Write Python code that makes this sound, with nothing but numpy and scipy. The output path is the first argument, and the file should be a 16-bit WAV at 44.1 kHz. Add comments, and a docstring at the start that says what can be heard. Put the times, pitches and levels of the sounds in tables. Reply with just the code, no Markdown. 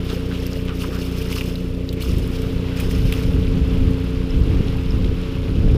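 """A reed bed on a windy shore. Gusts buffet the microphone and single eddies slap it, while far off
a slow engine thuds with each firing, hums and clatters, and some machine whines faintly.
Close by, an angler reaches for a fish: sleeves rustle, trampled stems snap, crunch and squeak,
with a few hollow knocks and light pings. All around, dry reeds hiss and tick in the wind."""
import sys
import numpy as np
from scipy import signal
from scipy.fft import rfft, irfft, next_fast_len
from scipy.io import wavfile
from scipy.ndimage import uniform_filter1d

SR = 44100
rng = np.random.default_rng(int(sys.argv[2]) if len(sys.argv) > 2 else 0)


def to_wav(s):
    """Save 16-bit WAV."""
    ch = np.atleast_2d(s).T  # columns
    pcm = np.round(np.clip(ch, -1, 1) * 32767)  # PCM
    wavfile.write(sys.argv[1], SR, pcm.astype(np.int16))


N = 254454


def undb(db):
    """Decibels to gain."""
    return 10 ** (np.asarray(db) / 20)


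def unit(x):
    """Scale to an rms of one."""
    return x / np.sqrt(np.mean(x ** 2) + 1e-18)


def curve(table, column=1):
    """One column of a table, joined by straight lines in time."""
    rows = np.array(table)
    return np.interp(np.arange(N) / SR, rows[:, 0], rows[:, column])


def colour(x, points):
    """Causal filter through (frequency [Hz], gain [dB]) points; the result has an rms of one."""
    hz, db = np.transpose(points)
    size = 2 * next_fast_len(N // 2 + 4096)
    f = np.maximum(np.arange(size // 2 + 1) * SR / size, 1)
    cepstrum = irfft(np.log(undb(np.interp(np.log(f), np.log(hz), db))))
    cepstrum[1:size // 2] *= 2  # fold to minimum phase
    cepstrum[size // 2 + 1:] = 0
    return unit(irfft(rfft(x, size) * np.exp(rfft(cepstrum)))[:N])


def ring(x, hz, q):
    """One resonance."""
    return signal.lfilter(*signal.iirpeak(min(hz, SR / 2 - 1000), max(q, .7), fs=SR), x)


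def walk(rate):
    """Random levels held 1 / rate s and smoothed twice; rms of one."""
    hold = max(int(SR / rate), 1)
    steps = np.repeat(rng.standard_normal(N // hold + 2), hold)
    return unit(uniform_filter1d(uniform_filter1d(steps, hold), hold)[:N])


def noise():
    """White noise."""
    return rng.standard_normal(N)


def burst(t, t60):
    """Noise that dies by 60 dB in t60 seconds."""
    return rng.standard_normal(len(t)) * np.exp(-np.log(1000) * t / t60)


def ticks(rate, spread_db):
    """Random clicks: many small, a few large."""
    size = undb(spread_db * np.minimum(rng.exponential(size=N), 4))
    return unit((rng.random(N) < rate / SR) * size * rng.choice([-1, 1], N))


def stems(rate, spread_db, q):
    """Clicks on stems of many sizes, each with its own short ring."""
    pitches = np.geomspace(1100, 14000, 14)
    return unit(sum(np.sqrt(hz) * unit(ring(ticks(rate, spread_db), hz, q)) for hz in pitches))


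def swells(events, rise_share, release_s, floor_db):
    """Gain of events that build over a share of their length, hold and die away, over a floor."""
    t = np.arange(N) / SR
    power = undb(floor_db) ** 2
    for s, length, db in events:
        rise = np.clip((t - s) / (rise_share * length), 0, 1)
        fall = np.exp(-np.maximum(t - s - length, 0) / release_s)
        power = power + (undb(db) * rise * fall) ** 2
    return np.sqrt(power)


def add(out, s, sound):
    """Mix a sound in at a time."""
    start = max(int(s * SR), 0)
    out[start:start + len(sound)] += sound[:N - start]


def wind():
    """Turbulence on the microphone; small eddies grow faster than large ones as a gust rises."""
    # gusts that hit the microphone: (start [s], length [s], relative level [dB])
    gusts = [(2.01, 0.22, -20), (2.45, 0.1, -24), (2.79, 0.26, -19), (3.15, 0.47, -19), (3.66, 0.25, -17.5),
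             (4.27, .38, -17.5), (4.86, .25, -18), (5.38, 0.19, -20.5), (5.535, 0.21, -12.5)]
    # spectra of the buffeting and of the small eddies: (frequency [Hz], relative level [dB])
    buffet_spectrum = [(10, -21), (25, 3), (55, -0.5), (90, -2), (140, -7.5), (220, -17), (330, -26.5),
                       (500, -53), (700, -49), (1500, -58), (6000, -100)]
    eddy_spectrum = [(60, -0.5), (150, 1), (300, 0.5), (450, -5), (560, -15.5), (680, -21.5), (1200, -39.5),
                     (2500, -72), (8000, -100)]
    breeze_db = -37.5 + 2.48 * np.arange(N) / SR  # the breeze between gusts freshens steadily
    gust_db = 20 * np.log10(swells(gusts, rise_share=.3, release_s=0.075, floor_db=breeze_db))
    buffet = colour(noise(), buffet_spectrum) * undb(gust_db - 1.0 + 1.75 * walk(21.9))
    eddies = colour(noise(), eddy_spectrum) * undb(2.09 * gust_db + 7.0 + 3.43 * walk(45))
    return buffet + eddies


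def slaps():
    """An eddy passing the microphone sucks and then pushes, once."""
    # single eddies: (time [s], peak [dB], swing frequency [Hz])
    eddies = [(2.172, -13, 85), (3.619, -20, 75), (4.415, -7.5, 66.4), (4.608, -5.5, 132),
              (5.035, -11.5, 65)]
    out, t = np.zeros(N), np.arange(N) / SR
    for s, db, hz in eddies:
        swing = 2 * np.pi * hz * (t - s)
        out += undb(db) * swing * np.exp((1 - swing ** 2) / 2)
    return out


def engine():
    """Far off, each firing is one swing of pressure; a driven shaft hums and the machinery clatters."""
    # the engine's running: (time [s], firing rate [Hz], thud level [dB])
    running = [(0, 30.53, -24.5), (2, 30.38, -25), (3.8, 30.49, -20.5), (5.77, 30.41, -26.5)]
    # exhaust thud: (multiple of the firing rate, relative level [dB])
    thud_lines = [(1, -2), (2, 1.5), (3, 0), (4, -4), (5, -7), (6, -9.5), (7, -17.5), (8, -16), (9, -17.5),
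                  (10, -26.5)]
    # hum of the faster shaft: (multiple of its speed, relative level [dB])
    hum_lines = [(2, -5), (3, -5), (4, -19.5), (5, -10.5), (6, -25)]
    # machinery clatter: (time [s], level [dB])
    clatter_level = [(0, -34), (2.2, -33), (4, -34), (4.8, -37.5), (5.77, -36.5)]
    # the clatter, dulled by distance: (frequency [Hz], relative level [dB])
    clatter_spectrum = [(20, -12), (50, -7.5), (130, -5), (230, -1), (330, 1), (440, 1), (510, -1.5),
                        (590, -12.5), (650, -13.5), (900, -40.5)]
    first_firing_s, drive_ratio = 0.00375, 2.899
    firing_hz = curve(running)
    firings = np.cumsum(firing_hz) / SR - first_firing_s * firing_hz[0]
    uneven = firings + 0.0028 * walk(30)
    thud = unit(sum(undb(db) * np.sin(2 * np.pi * k * uneven) for k, db in thud_lines))
    thud *= undb(0.78 * walk(29.97))
    hum = np.zeros(N)
    for k, db in hum_lines:  # moving air makes each line waver
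        gain = undb(db + 1.04 * walk(8))
        phase = 2 * np.pi * k * drive_ratio * firings + 0.1 * walk(15) + 2 * np.pi * rng.random()
        hum += gain * np.sin(phase)
    pulsing = 1 + 0.39 * np.cos(2 * np.pi * firings)
    clatter = colour(noise() * pulsing, clatter_spectrum) * undb(curve(clatter_level) + walk(11.0))
    return (thud + undb(0.5) * hum) * undb(curve(running, column=2)) + clatter


def effort_db():
    """How hard the angler disturbs sleeves and stems: each movement builds up, then they settle."""
    # movements of the arms and the fish: (start [s], length [s], relative level [dB])
    moves = [(.03, .1, -46), (.28, 0.28, -48.5), (.72, 0.3, -44.5), (1.1, 0.24, -44.5), (1.28, 0.1, -40.5),
             (1.995, .055, -40.5), (2.31, .11, -49.5), (2.755, 0.054, -43.5), (2.87, 0.18, -45.2),
             (3.105, .045, -43.5), (3.88, .18, -65), (4.55, 0.47, -59.5)]
    rest_db = -63  # cloth still rustles faintly at rest
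    return 20 * np.log10(swells(moves, rise_share=0.25, release_s=0.15, floor_db=rest_db))


def handling():
    """Close by, cloth and stems slip in small bursts: sharp clicks, ringing stems and rubbing hiss."""
    # crackle of sleeves and stems: (frequency [Hz], relative level [dB])
    crackle_spectrum = [(900, 3), (1700, -8), (2700, 14), (3800, 3.5), (5200, 8.5), (6200, 1), (7300, -3.5),
                        (8600, -4.5), (9800, 0), (11500, -8.5), (13300, 1.5), (15300, -6)]
    clicks = ticks(rate=3900, spread_db=0.5)
    ringing = undb(6.5) * stems(rate=200, spread_db=1.0, q=9.7)
    rubbing = undb(0.5) * noise()
    slips = (clicks + ringing + rubbing) * undb(2.3 * walk(90))
    return colour(slips, crackle_spectrum) * undb(effort_db() + 3.5)


def snaps():
    """A near stem breaks in a quick run of fibres that ring its hollow tube and spit treble."""
    # breaking stems: (time [s], peak [dB], ring [Hz], fibre t60 [s], relative splinter level [dB])
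    breaks = [(0.4663, -15.5, 5470, .004, -2), (0.531, -26, 5100, 0.014, -17),
              (0.843, -22.5, 1200, .012, -44), (1.222, -26, 2760, 0.029, -8),
              (1.3268, -19, 2400, 0.026, -15), (1.383, -22, 2700, 0.016, -22),
              (1.409, -16, 2390, 0.031, -23), (1.5558, -21.5, 3980, 0.025, -18),
              (1.89, -22, 4200, 0.015, -23), (1.927, -25.5, 2900, 0.043, -12),
              (2.022, -20, 3900, 0.046, -11), (2.8, -18.5, 2650, 0.064, -11),
              (2.911, -21.5, 2430, 0.039, -13), (3.1238, -12.5, 2600, 0.024, -15),
              (3.138, -18, 2820, 0.012, -16), (4.683, -28, 3380, 0.01, -31), (5.045, -28, 3440, .014, -25)]
    out, t = np.zeros(N), np.arange(SR // 5) / SR
    treble = signal.butter(2, 6000, "high", fs=SR, output="sos")
    for s, db, hz, t60, splinter_db in breaks:
        fibres = burst(t, t60)
        tube = unit(ring(ring(fibres, hz, q=4.0), hz, q=1.24))
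        splinters = undb(splinter_db + 9.5) * unit(signal.sosfilt(treble, fibres))
        snap = tube + splinters
        add(out, s, snap / np.abs(snap).max() * undb(db))
    return out


def crunches():
    """Matted stems, trodden or brushed aside, give way in short, dull, grainy swells."""
    # crushed stems: (start [s], relative level [dB], centre [Hz], half-length [s])
    crushes = [(0.077, -34.5, 3360, 0.047), (.085, -36.5, 1370, 0.048), (0.305, -31, 1380, 0.018),
               (0.311, -36.5, 3000, 0.063), (0.421, -42, 3100, 0.045), (0.405, -42, 750, 0.023),
               (0.677, -36, 1230, 0.05), (0.675, -33, 2720, 0.025), (0.808, -37.5, 1200, 0.051),
               (0.897, -38, 1300, 0.09), (1.35, -35, 1150, 0.039), (1.954, -42.5, 2300, 0.09),
               (2.322, -42, 3300, 0.064), (2.78, -39, 1300, 0.026), (4.74, -42, 830, .03)]
    grains_per_s = 900
    out, t = np.zeros(N), np.arange(SR // 3) / SR
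    for s, db, hz, half_length in crushes:
        grains = rng.standard_normal(len(t)) * (rng.random(len(t)) < grains_per_s / SR)
        crunch = unit(ring(ring(grains, hz, q=3.2), hz, q=0.81))
        progress = np.minimum(t / (2 * half_length), 1)
        swell = np.sin(np.pi * np.sqrt(progress)) ** 2
        add(out, s, crunch * swell * undb(db - 2.5))
    return out


def knocks():
    """A soft bump on something hollow nearby, with a rough, low ring."""
    # bumps: (time [s], peak [dB], ring [Hz], t60 of the push [s])
    bumps = [(.42, -32, 480, 0.049), (.569, -27.5, 600, 0.028), (0.873, -21, 268, 0.17)]
    out, t = np.zeros(N), np.arange(SR // 4) / SR
    for s, db, hz, t60 in bumps:
        bump = ring(ring(burst(t, t60), hz, q=4), hz, q=3.1)
        add(out, s, bump / np.abs(bump).max() * undb(db))
    return out


def straw():
    """Thin, dry straws near the microphone crack with a brief spit of treble."""
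    # cracking straws: (time [s], peak [dB])
    cracks = [(0.653, -30), (.963, -29), (2.184, -28), (2.276, -28.5), (2.419, -30), (3.908, -36),
              (4.0, -38), (4.045, -36), (5.215, -35)]
    out, t = np.zeros(N), np.arange(SR // 10) / SR
    for s, db in cracks:
        tick = ring(burst(t, t60=0.011), hz=12500, q=0.81)
        add(out, s, tick / np.abs(tick).max() * undb(db))
    return out


def pings():
    """Light pings, probably the fishing tackle: one high mode swells and is damped at once."""
    # light taps: (time [s], peak [dB], ring [Hz])
    taps = [(4.3056, -32, 5270), (4.9062, -30.5, 5220)]
    rise_s = 0.0012
    out, t = np.zeros(N), np.arange(SR // 20) / SR
    envelope = t / rise_s * np.exp(1 - t / rise_s)
    for s, db, hz in taps:
        add(out, s, undb(db) * envelope * np.sin(2 * np.pi * hz * t))
    return out


def squeaks():
    """Stems that rub together catch and chirp for a few milliseconds, more so as they are handled."""
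    chirps = np.zeros(N)
    for hz in np.geomspace(1100, 3700, 12):
        catches = ticks(rate=9, spread_db=2.0)
        chirps += unit(ring(ring(catches, hz, q=hz / 300), hz, q=hz / 400))
    return unit(chirps) * undb(0.95 * effort_db() - 6.0)


def reed_bed():
    """All around, countless dry leaves merge into a hiss, with nearer stems ticking through it."""
    # the reeds in the wind: (time [s], level [dB])
    reed_level = [(0, -40), (.6, -43), (1.3, -42), (1.8, -45.5), (2.3, -41.5), (2.9, -39), (3.7, -39),
                  (4.2, -40.5), (4.7, -39), (5.3, -41), (5.77, -40)]
    # their hiss: (frequency [Hz], relative level [dB])
    reed_spectrum = [(600, -4.5), (800, 0.5), (1300, 0.5), (1850, -4), (2700, 1), (3300, -2), (4400, -9),
                     (5200, -10), (6000, -17.5), (7600, -22), (8700, -29.5), (10000, -17.5), (11300, -39),
                     (13000, -20), (15300, -42)]
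    leaves = noise() * undb(0.87 * walk(25.25))
    near_stems = undb(-7.5) * stems(rate=130, spread_db=5.5, q=5.1)
    return colour(leaves + near_stems, reed_spectrum) * undb(curve(reed_level) + 0.04)


def whine():
    """Some distant machine slowly loses speed and grows a little louder."""
    start_hz, sag_hz_per_s = 599, 7.3
    start_db, rise_db_per_s = -53.5, 0.98
    t = np.arange(N) / SR
    phase = 2 * np.pi * np.cumsum(start_hz - sag_hz_per_s * t) / SR + 0.5 * walk(9.1)
    return np.sqrt(2) * np.sin(phase) * undb(start_db + rise_db_per_s * t + 1.7 * walk(6.06))


def scene():
    """Far sources, the angler close by and the wind, all at one microphone."""
    far = engine() + whine() + reed_bed()
    near = handling() + snaps() + straw() + crunches() + knocks() + pings() + squeaks()
    return (far + near + wind() + slaps())[None]


def record(dry):
    """The recorder drops the deepest rumble, rounds the strongest gusts and cuts the top."""
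    bottom_hz, top_hz, ceiling = 4, 15400, .7
    low_cut = signal.butter(1, bottom_hz, "high", fs=SR, output="sos")
    high_cut = signal.ellip(10, .2, 80, top_hz, fs=SR, output="sos")
    sound = signal.sosfilt(low_cut, dry)
    rounded = sound / (1 + (sound / ceiling) ** 4) ** .25
    soft_ends = signal.windows.tukey(N, .001)
    return signal.sosfilt(high_cut, rounded * soft_ends)


dry = scene()
out = record(dry)
to_wav(out)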